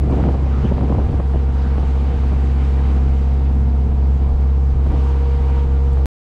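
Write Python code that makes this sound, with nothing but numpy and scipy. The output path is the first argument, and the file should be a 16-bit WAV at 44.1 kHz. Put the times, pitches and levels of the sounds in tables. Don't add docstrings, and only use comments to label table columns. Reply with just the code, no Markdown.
import sys
import numpy as np
from scipy import signal
from scipy.io import wavfile
from scipy.ndimage import uniform_filter1d, minimum_filter1d

SR = 44100
rng = np.random.default_rng(int(sys.argv[2]) if len(sys.argv) > 2 else 0)


def wav_out(sig):
    wavfile.write(sys.argv[1], SR, np.round(np.clip(np.atleast_2d(sig).T, -1, 1) * 32767).astype(np.int16))


def field_ratio(decibels):
    return 10 ** (np.asarray(decibels, dtype=float) / 20)


N = 276990
SECONDS = np.arange(N) / SR
CYCLE_HZ = 16.8647
FIRST_TURN = -.222
PUMP_STROKES, GEAR_TEETH = 46, 14

# (t/s, level/dB)
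HISS = [(0, -93), (1.4, -95.5), (2.3, -92.5), (2.79, -86.5), (3.3, -91.5), (3.55, -85), (4.85, -83.5),
        (5.0, -87), (6.05, -87)]
# (t/s, level/dB, length/s)
TICKS = [(0.0944, -51.5, 0.003), (0.1094, -46, 0.003), (0.1524, -55, 0.0022), (0.1574, -51, 0.0027),
         (0.1744, -61, 0.0026), (0.1794, -54, 0.003), (3.2096, -55.5, 0.0034), (3.3314, -56, 0.003),
         (3.5533, -48, 0.0023), (4.4094, -48, 0.00306), (4.8694, -50, 0.0038), (4.8894, -52.5, 0.0033),
         (4.9194, -49, 0.0034), (5.0894, -51.5, 0.003), (5.9324, -44, 0.0025)]
# (t/s, level/dB)
GUST = [(0, -24.5), (.13, -20), (.38, -27), (.45, -30), (.73, -27.5), (.97, -23.5), (1.14, -28.5),
        (1.24, -38.5), (1.44, -31.5), (1.82, -32.5), (2.35, -30.5), (2.64, -33), (2.96, -30), (3.2, -33.5),
        (3.91, -33), (4.5, -39), (4.93, -32.5), (5.05, -35)]
# (f/Hz, level/dB per Hz)
WIND = [(70, -8.5), (100, 4), (140, -3.5), (200, -8), (300, -7.5), (450, -17)]
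# (t/s, level/dB, length/s)
SHOVES = [(.13, -33, .08), (.64, -28, .05), (.76, -31, .05), (1.12, -28, .08), (1.38, -28, 0.066),
          (1.8, -32, .08), (2.17, -32, 0.069), (2.66, -34, .06), (3.1, -34, 0.092), (3.9, -32.5, .06),
          (4.354, -21, .06), (4.745, -27, .05), (4.9, -26, 0.092), (5.4, -31, .08), (5.68, -28, .05),
          (5.93, -33, 0.054)]
# (t/s, body level/dB, edge level/dB, length/s)
PUFFS = [(0.122, -23, -31.5, 0.11), (0.195, -25, -30.5, 0.066), (0.25, -20, -32, 0.047),
         (0.284, -17, -25.5, 0.044), (0.35, -44, -31.5, 0.069), (0.432, -21.5, -37, 0.0074),
         (0.464, -28, -33, 0.017), (0.652, -13.5, -41, 0.018), (0.72, -16, -23.5, 0.023),
         (0.779, -22, -30, 0.023), (0.833, -19, -30.5, 0.06), (0.906, -16, -32, 0.014),
         (0.923, -16.5, -23.5, 0.016), (0.95, -36, -25, 0.015), (0.988, -20.5, -27, 0.037),
         (1.017, -25, -35.5, 0.015), (1.089, -30, -43, 0.014), (1.1, -26, -48, 0.016),
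         (1.143, -23, -45.5, 0.024), (1.201, -20, -28, 0.023), (1.351, -22.5, -28, 0.033),
         (1.785, -19.5, -40, 0.021), (1.83, -32, -33, 0.031), (2.142, -28, -40, 0.0082),
         (2.33, -25, -37, 0.027), (4.077, -34, -50, 0.024), (4.342, -41, -54.5, 0.028),
         (4.866, -31, -35, 0.017), (4.926, -25.5, -36.5, 0.089)]
# (t/s, peak level/dB)
SNAPS = [(0.239, -19), (0.288, -17), (0.644, -22.5), (0.718, -21), (0.781, -19), (0.81, -19.5),
         (0.896, -22), (0.924, -17.5), (0.984, -23.5), (1.0, -24), (1.201, -21), (1.336, -26), (1.781, -21),
         (2.236, -24), (2.319, -25), (5.499, -23), (5.972, -24)]
# (t/s, depth/dB, length/s)
DUCKS = [(0.12, -1, 0.015), (0.188, 8, 0.013), (0.23, 9, 0.011), (0.374, 5, 0.013), (0.65, 15, 0.018),
         (0.788, 5, 0.028), (0.953, 7, 0.0084), (0.972, 23, 0.0099), (1.079, 24, 0.011), (1.122, 19, 0.029),
         (1.18, 3, 0.0097), (1.224, 22, 0.013), (1.388, 4, 0.016), (1.525, 5.5, 0.014), (1.666, 2, 0.036),
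         (1.781, 8, 0.0092), (1.842, 26, 0.0069), (1.98, 0, 0.014), (2.13, 7, 0.011), (2.185, 5, 0.017),
         (3.407, 2, 0.016), (3.882, 9, 0.014), (3.966, 2, 0.027), (4.19, 4.5, 0.024), (4.286, 7, 0.012),
         (4.374, 5, 0.017), (4.75, 12, 0.014), (4.921, 8, 0.017), (5.39, 4.5, 0.014), (5.672, 9.5, 0.013)]
# (t/s, f/Hz, level/dB, length/s)
GURGLES = [
    (0.526, 2300, -53, .04),
    (.56, 1253, -42.5, 0.097),
    (0.656, 3050, -50, 0.044),
    (0.665, 2600, -50, 0.022),
    (0.692, 1710, -50, .02),
    (1.656, 1462, -42, 0.037),
    (5.492, 2800, -51, .008),
    (5.55, 1450, -44, 0.014),
    (5.58, 1195, -45, .012),
    (5.598, 3300, -50.5, .01),
]
# (t/s, level/dB)
FLOW = [(0, -48.5), (.15, -41.5), (.48, -45), (.69, -40), (.76, -44.5), (.82, -43), (1.5, -45.5),
        (1.62, -42.5), (2.77, -42), (3.64, -48), (4.82, -48), (4.94, -42), (5.37, -44.5), (5.59, -43),
        (5.65, -46.5), (6.05, -46.5)]
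# (f/Hz, level/dB per Hz)
ROAR = [(150, -2), (240, -2.5), (340, -2.5), (480, -10.5), (600, -12), (760, -10), (950, -13),
        (1200, -20.5)]
# (f/Hz, level/dB per Hz)
RUSH = [(700, -5), (960, 3), (1360, -2), (1900, -7), (2500, -7), (3200, -12.5), (4200, -20), (5400, -27)]
# (f/Hz, level/dB per Hz)
SPRAY = [(2800, -11.5), (3800, 0), (5400, -5.5), (7200, -9.5), (8600, -10), (9600, -22), (10500, -27.5),
         (11800, -39.5), (13000, -54)]
# (t/s, firing tone level/dB, share facing the gearbox/0-1)
TURN = [
    (0, -16, 0.2),
    (.9, -16, 0),
    (1.3, -15.5, 0.42),
    (2.3, -15, 0.11),
    (3.1, -14, 0),
    (4.0, -14, 0.06),
    (4.2, -13.5, 0.37),
    (4.78, -14, 0.5),
    (5.0, -14.5, 0.93),
    (6.05, -13.5, 1),
]
# (multiple of cycle, level/dB)
ORDER_LEVELS = [(7, -38.5), (8, -28.5), (11, -50.5), (12, -37.5), (13, -45.5), (15, -44), (17, -52),
                (18, -55.5), (19, -52.5), (20, -55.5), (22, -56), (23, -52.5), (24, -55.5), (26, -47.5),
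                (27, -47.5), (31, -55.5), (36, -62.0), (39, -63), (45, -56), (46, -46.5), (51, -56.5),
                (53, -55.5), (55, -60), (57, -57), (60, -68), (65, -64), (77, -66)]
# (mesh multiple, level facing away/dB, change on facing/dB, share of flow swing)
MESH = [(1, -35, -7.5, 0.15), (2, -43.5, 7, 0.43), (3, -47.5, -5, .1), (4, -58, 10.5, 0.94),
        (5, -61.5, 7, .5)]
# (mesh multiple, level/dB)
HIGH_WHINE = [(6, -63), (7, -64.5), (9, -69), (10, -75.5)]


def in_time(rows):
    s, *columns = np.transpose(rows)
    return [np.interp(SECONDS, s, c) for c in columns]


def rms_one(x):
    return x / np.sqrt(np.mean(x ** 2) + 1e-20)


def evened(x, seconds):
    return x / np.sqrt(uniform_filter1d(x ** 2, int(seconds * SR)) + 0.16 * np.mean(x ** 2))


def drift(rate_hz):
    r = np.exp(-80 * np.pi * rate_hz / SR)
    white = rng.standard_normal(N // 40 + 2002)
    slow = signal.lfilter([1], [1, -2 * r, r * r], white)[2000:]
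    return np.interp(np.arange(N) / 40, np.arange(len(slow)), rms_one(slow))


def band(x, low_hz, high_hz):
    return signal.sosfilt(signal.butter(2, [low_hz, high_hz], "band", fs=SR, output="sos"), x)


def coloured(spectrum, patchy_db, shared_db):
    hz, db = np.transpose(spectrum)
    edges_hz = hz[0] * 2 ** np.arange(-1 / 6, np.log2(hz[-1] / hz[0]) + .3, 1 / 3)
    white = rng.standard_normal((2, N))
    surge = drift(4.3)
    out = np.zeros(N)
    for k, (low, high) in enumerate(zip(edges_hz, edges_hz[1:])):
        level_db = np.interp(np.log(low * high) / 2, np.log(hz), db)
        level_db = level_db + patchy_db * drift(8.7) + shared_db * surge
        out += field_ratio(level_db) * band(white[k % 2], low, high)
    return rms_one(out)


def bumps(times_s, heights, lengths_s):
    out = np.zeros(N)
    for s, height, length in zip(times_s, heights, lengths_s):
        near = slice(max(int((s - .2) * SR), 0), int((s + .2) * SR))
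        out[near] += height * 2 ** (-(2 * (SECONDS[near] - s) / length) ** 2)
    return out


def tone(multiple, level_db, turn_rad, wobble_db=0.):
    cycle_rad = 2 * np.pi * (CYCLE_HZ * SECONDS + FIRST_TURN / 4)
    return np.sqrt(2) * field_ratio(level_db + wobble_db) * np.sin(multiple * cycle_rad + turn_rad)


def air():
    s, db, _ = np.transpose(TICKS)
    spatter_db, spatter_s = -29.5, .02
    level = field_ratio(in_time(HISS)[0]) + bumps(s, field_ratio(db + spatter_db), np.full(len(s), spatter_s))
    return level * rms_one(band(band(rng.standard_normal(N), 10600, 15000), 9500, 17000))


def droplets():
    s, db, length = np.transpose(TICKS)
    ticking = rms_one(band(band(rng.standard_normal(N), 5000, 9200), 3500, 13000))
    return bumps(s + length / 2, field_ratio(db - 9), length) * ticking


def wind():
    rumble_db, rumble_follows, edge_mean_db, edge_follows = -34.5, 0.36, -43.5, .5
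    steady_db, = in_time(GUST)
    swing_db = steady_db - steady_db.mean()

    at, shove_db, span = np.transpose(SHOVES)
    rumble_level = field_ratio(rumble_db + rumble_follows * swing_db + 1.7 * drift(7))
    rumble_level = rumble_level + bumps(at, field_ratio(shove_db), span)
    rumble = rumble_level * evened(band(rng.standard_normal(N), 25, 56), 0.09)
    steady = field_ratio(steady_db + 0.5) * coloured(WIND, patchy_db=0.2, shared_db=0.5)

    s, body_db, edge_db, length = np.transpose(PUFFS)
    eddies = rng.standard_normal((2, N))
    body = evened(band(band(eddies[0], 81, 300), 85, 600), 0.019)
    edge = evened(band(band(eddies[1], 310, 753), 200, 1200), 0.013)
    body_level = bumps(s, field_ratio(body_db), 0.89 * length)
    hiss_db = edge_mean_db + edge_follows * swing_db
    edge_level = bumps(s, field_ratio(edge_db), 0.48 * length) + field_ratio(hiss_db + 1.0 + 1.0 * drift(28))
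    return rumble + steady + body_level * body + edge_level * edge


def snaps():
    s, db = np.transpose(SNAPS)
    steps = np.full(N, 1e-18)
    steps[(s * SR).astype(int)] = field_ratio(db + 27) * rng.choice([-1, 1], len(s))
    return band(band(steps, 330, 1150), 200, 1700)


def thuds():
    s, depth_db, length = np.transpose(DUCKS)
    push = evened(band(band(rng.standard_normal(N), 80, 140), 70, 190), 0.02)
    return bumps(s, field_ratio(-21.5) * np.clip(depth_db, 0, 12) / 10, 2.8 * length) * push


def gurgles():
    out = np.zeros(N)
    for s, hz, db, length in GURGLES:
        ring = np.sin(2 * np.pi * hz * SECONDS + 2.2 * drift(90))
        out += bumps([s], [field_ratio(db + 3)], [length]) * ring
    return out


def bubbles(per_s, cycles):
    sizes = field_ratio(3.5 * np.minimum(rng.exponential(1, N), 4)) * rng.choice([-1, 1], N)
    born = rng.random(N) < per_s * field_ratio(4 * drift(5)) / SR
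    dealt = rng.integers(0, 16, N)
    out = np.zeros(N)
    for k, hz in enumerate(np.geomspace(900, 4500, 16)):
        r = field_ratio(-60 * hz / cycles / SR)
        w = 2 * np.pi * hz / SR
        hits = sizes * born * (dealt == k) + 1e-18
        out += 900 / hz * signal.lfilter([0, np.sin(w)], [1, -2 * r * np.cos(w), r * r], hits)
    return rms_one(out)


def water(rush_db, spray_db):
    roar = field_ratio(-39.5) * coloured(ROAR, patchy_db=0.0, shared_db=2.1)
    rush = coloured(RUSH, patchy_db=0.83, shared_db=-0.6) + field_ratio(-8) * bubbles(per_s=500, cycles=57)
    spray = coloured(SPRAY, patchy_db=1.4, shared_db=-0.2)
    wash = roar + field_ratio(rush_db - 0.17) * rush + field_ratio(spray_db) * spray
    return signal.sosfilt(signal.butter(4, 12500, fs=SR, output="sos"), wash)


def machinery(facing, swing_db):
    pump_db = -48 + 0.9 * swing_db
    out = tone(PUMP_STROKES, pump_db, .4 * drift(5.5), 2.3 * drift(12))
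    for k, db in ORDER_LEVELS:
        if k not in (8, 12, PUMP_STROKES):
            out += tone(k, db, rng.uniform(0, 7) + .3 * drift(1.5), 2.0 * drift(1.2))

    mesh = [(k, db + turn_db * facing + share * swing_db) for k, db, turn_db, share in MESH]
    for k, db in mesh + HIGH_WHINE:
        waver = (min(round(k), 4) / 4) ** 2
        turn_rad = rng.uniform(0, 7) + .35 * waver * drift(4)
        wobble_db = 2.5 * waver * drift(7) + 1.2 * drift(1.5)
        out += tone(round(k) * GEAR_TEETH, db, turn_rad, wobble_db)
    return out


def firing(hum_db, second_db, facing):
    out = tone(4, hum_db, 0.032 * drift(8), 0.23 * drift(4.3))
    out -= tone(8, second_db, .1 * drift(6), .8 * drift(7))
    third_db = dict(ORDER_LEVELS)[12] - 4.5 * facing
    return out + tone(12, third_db, .2 * drift(3.9), 1.9 * drift(2.1))


def scene():
    hum_db, facing = in_time(TURN)
    flow_db, = in_time(FLOW)
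    swing_db = flow_db - flow_db.mean()
    spray_db = -59.5 + 0.67 * swing_db + 0.25 * SECONDS
    ducked = field_ratio(-bumps(*np.transpose(DUCKS)))
    mix = air() + droplets() + wind() + snaps() + thuds()
    mix += gurgles() + water(flow_db, spray_db)
    mix += machinery(facing, swing_db)
    mix += ducked * firing(hum_db, -28.5, facing)
    return mix[None]


def top_cut(x):
    return signal.sosfilt(signal.butter(12, 15710, fs=SR, output="sos"), x)


def record(dry):
    cut_s = 6.058
    over_db = np.maximum(20 * np.log10(np.abs(dry[0]) + 1e-9) + 7.5, 0)
    gain_db = uniform_filter1d(minimum_filter1d(-.55 * over_db, size=400), size=400)
    held = dry * field_ratio(gain_db) * (SECONDS < cut_s)
    return top_cut(held)


dry = scene()
out = record(dry)
wav_out(out)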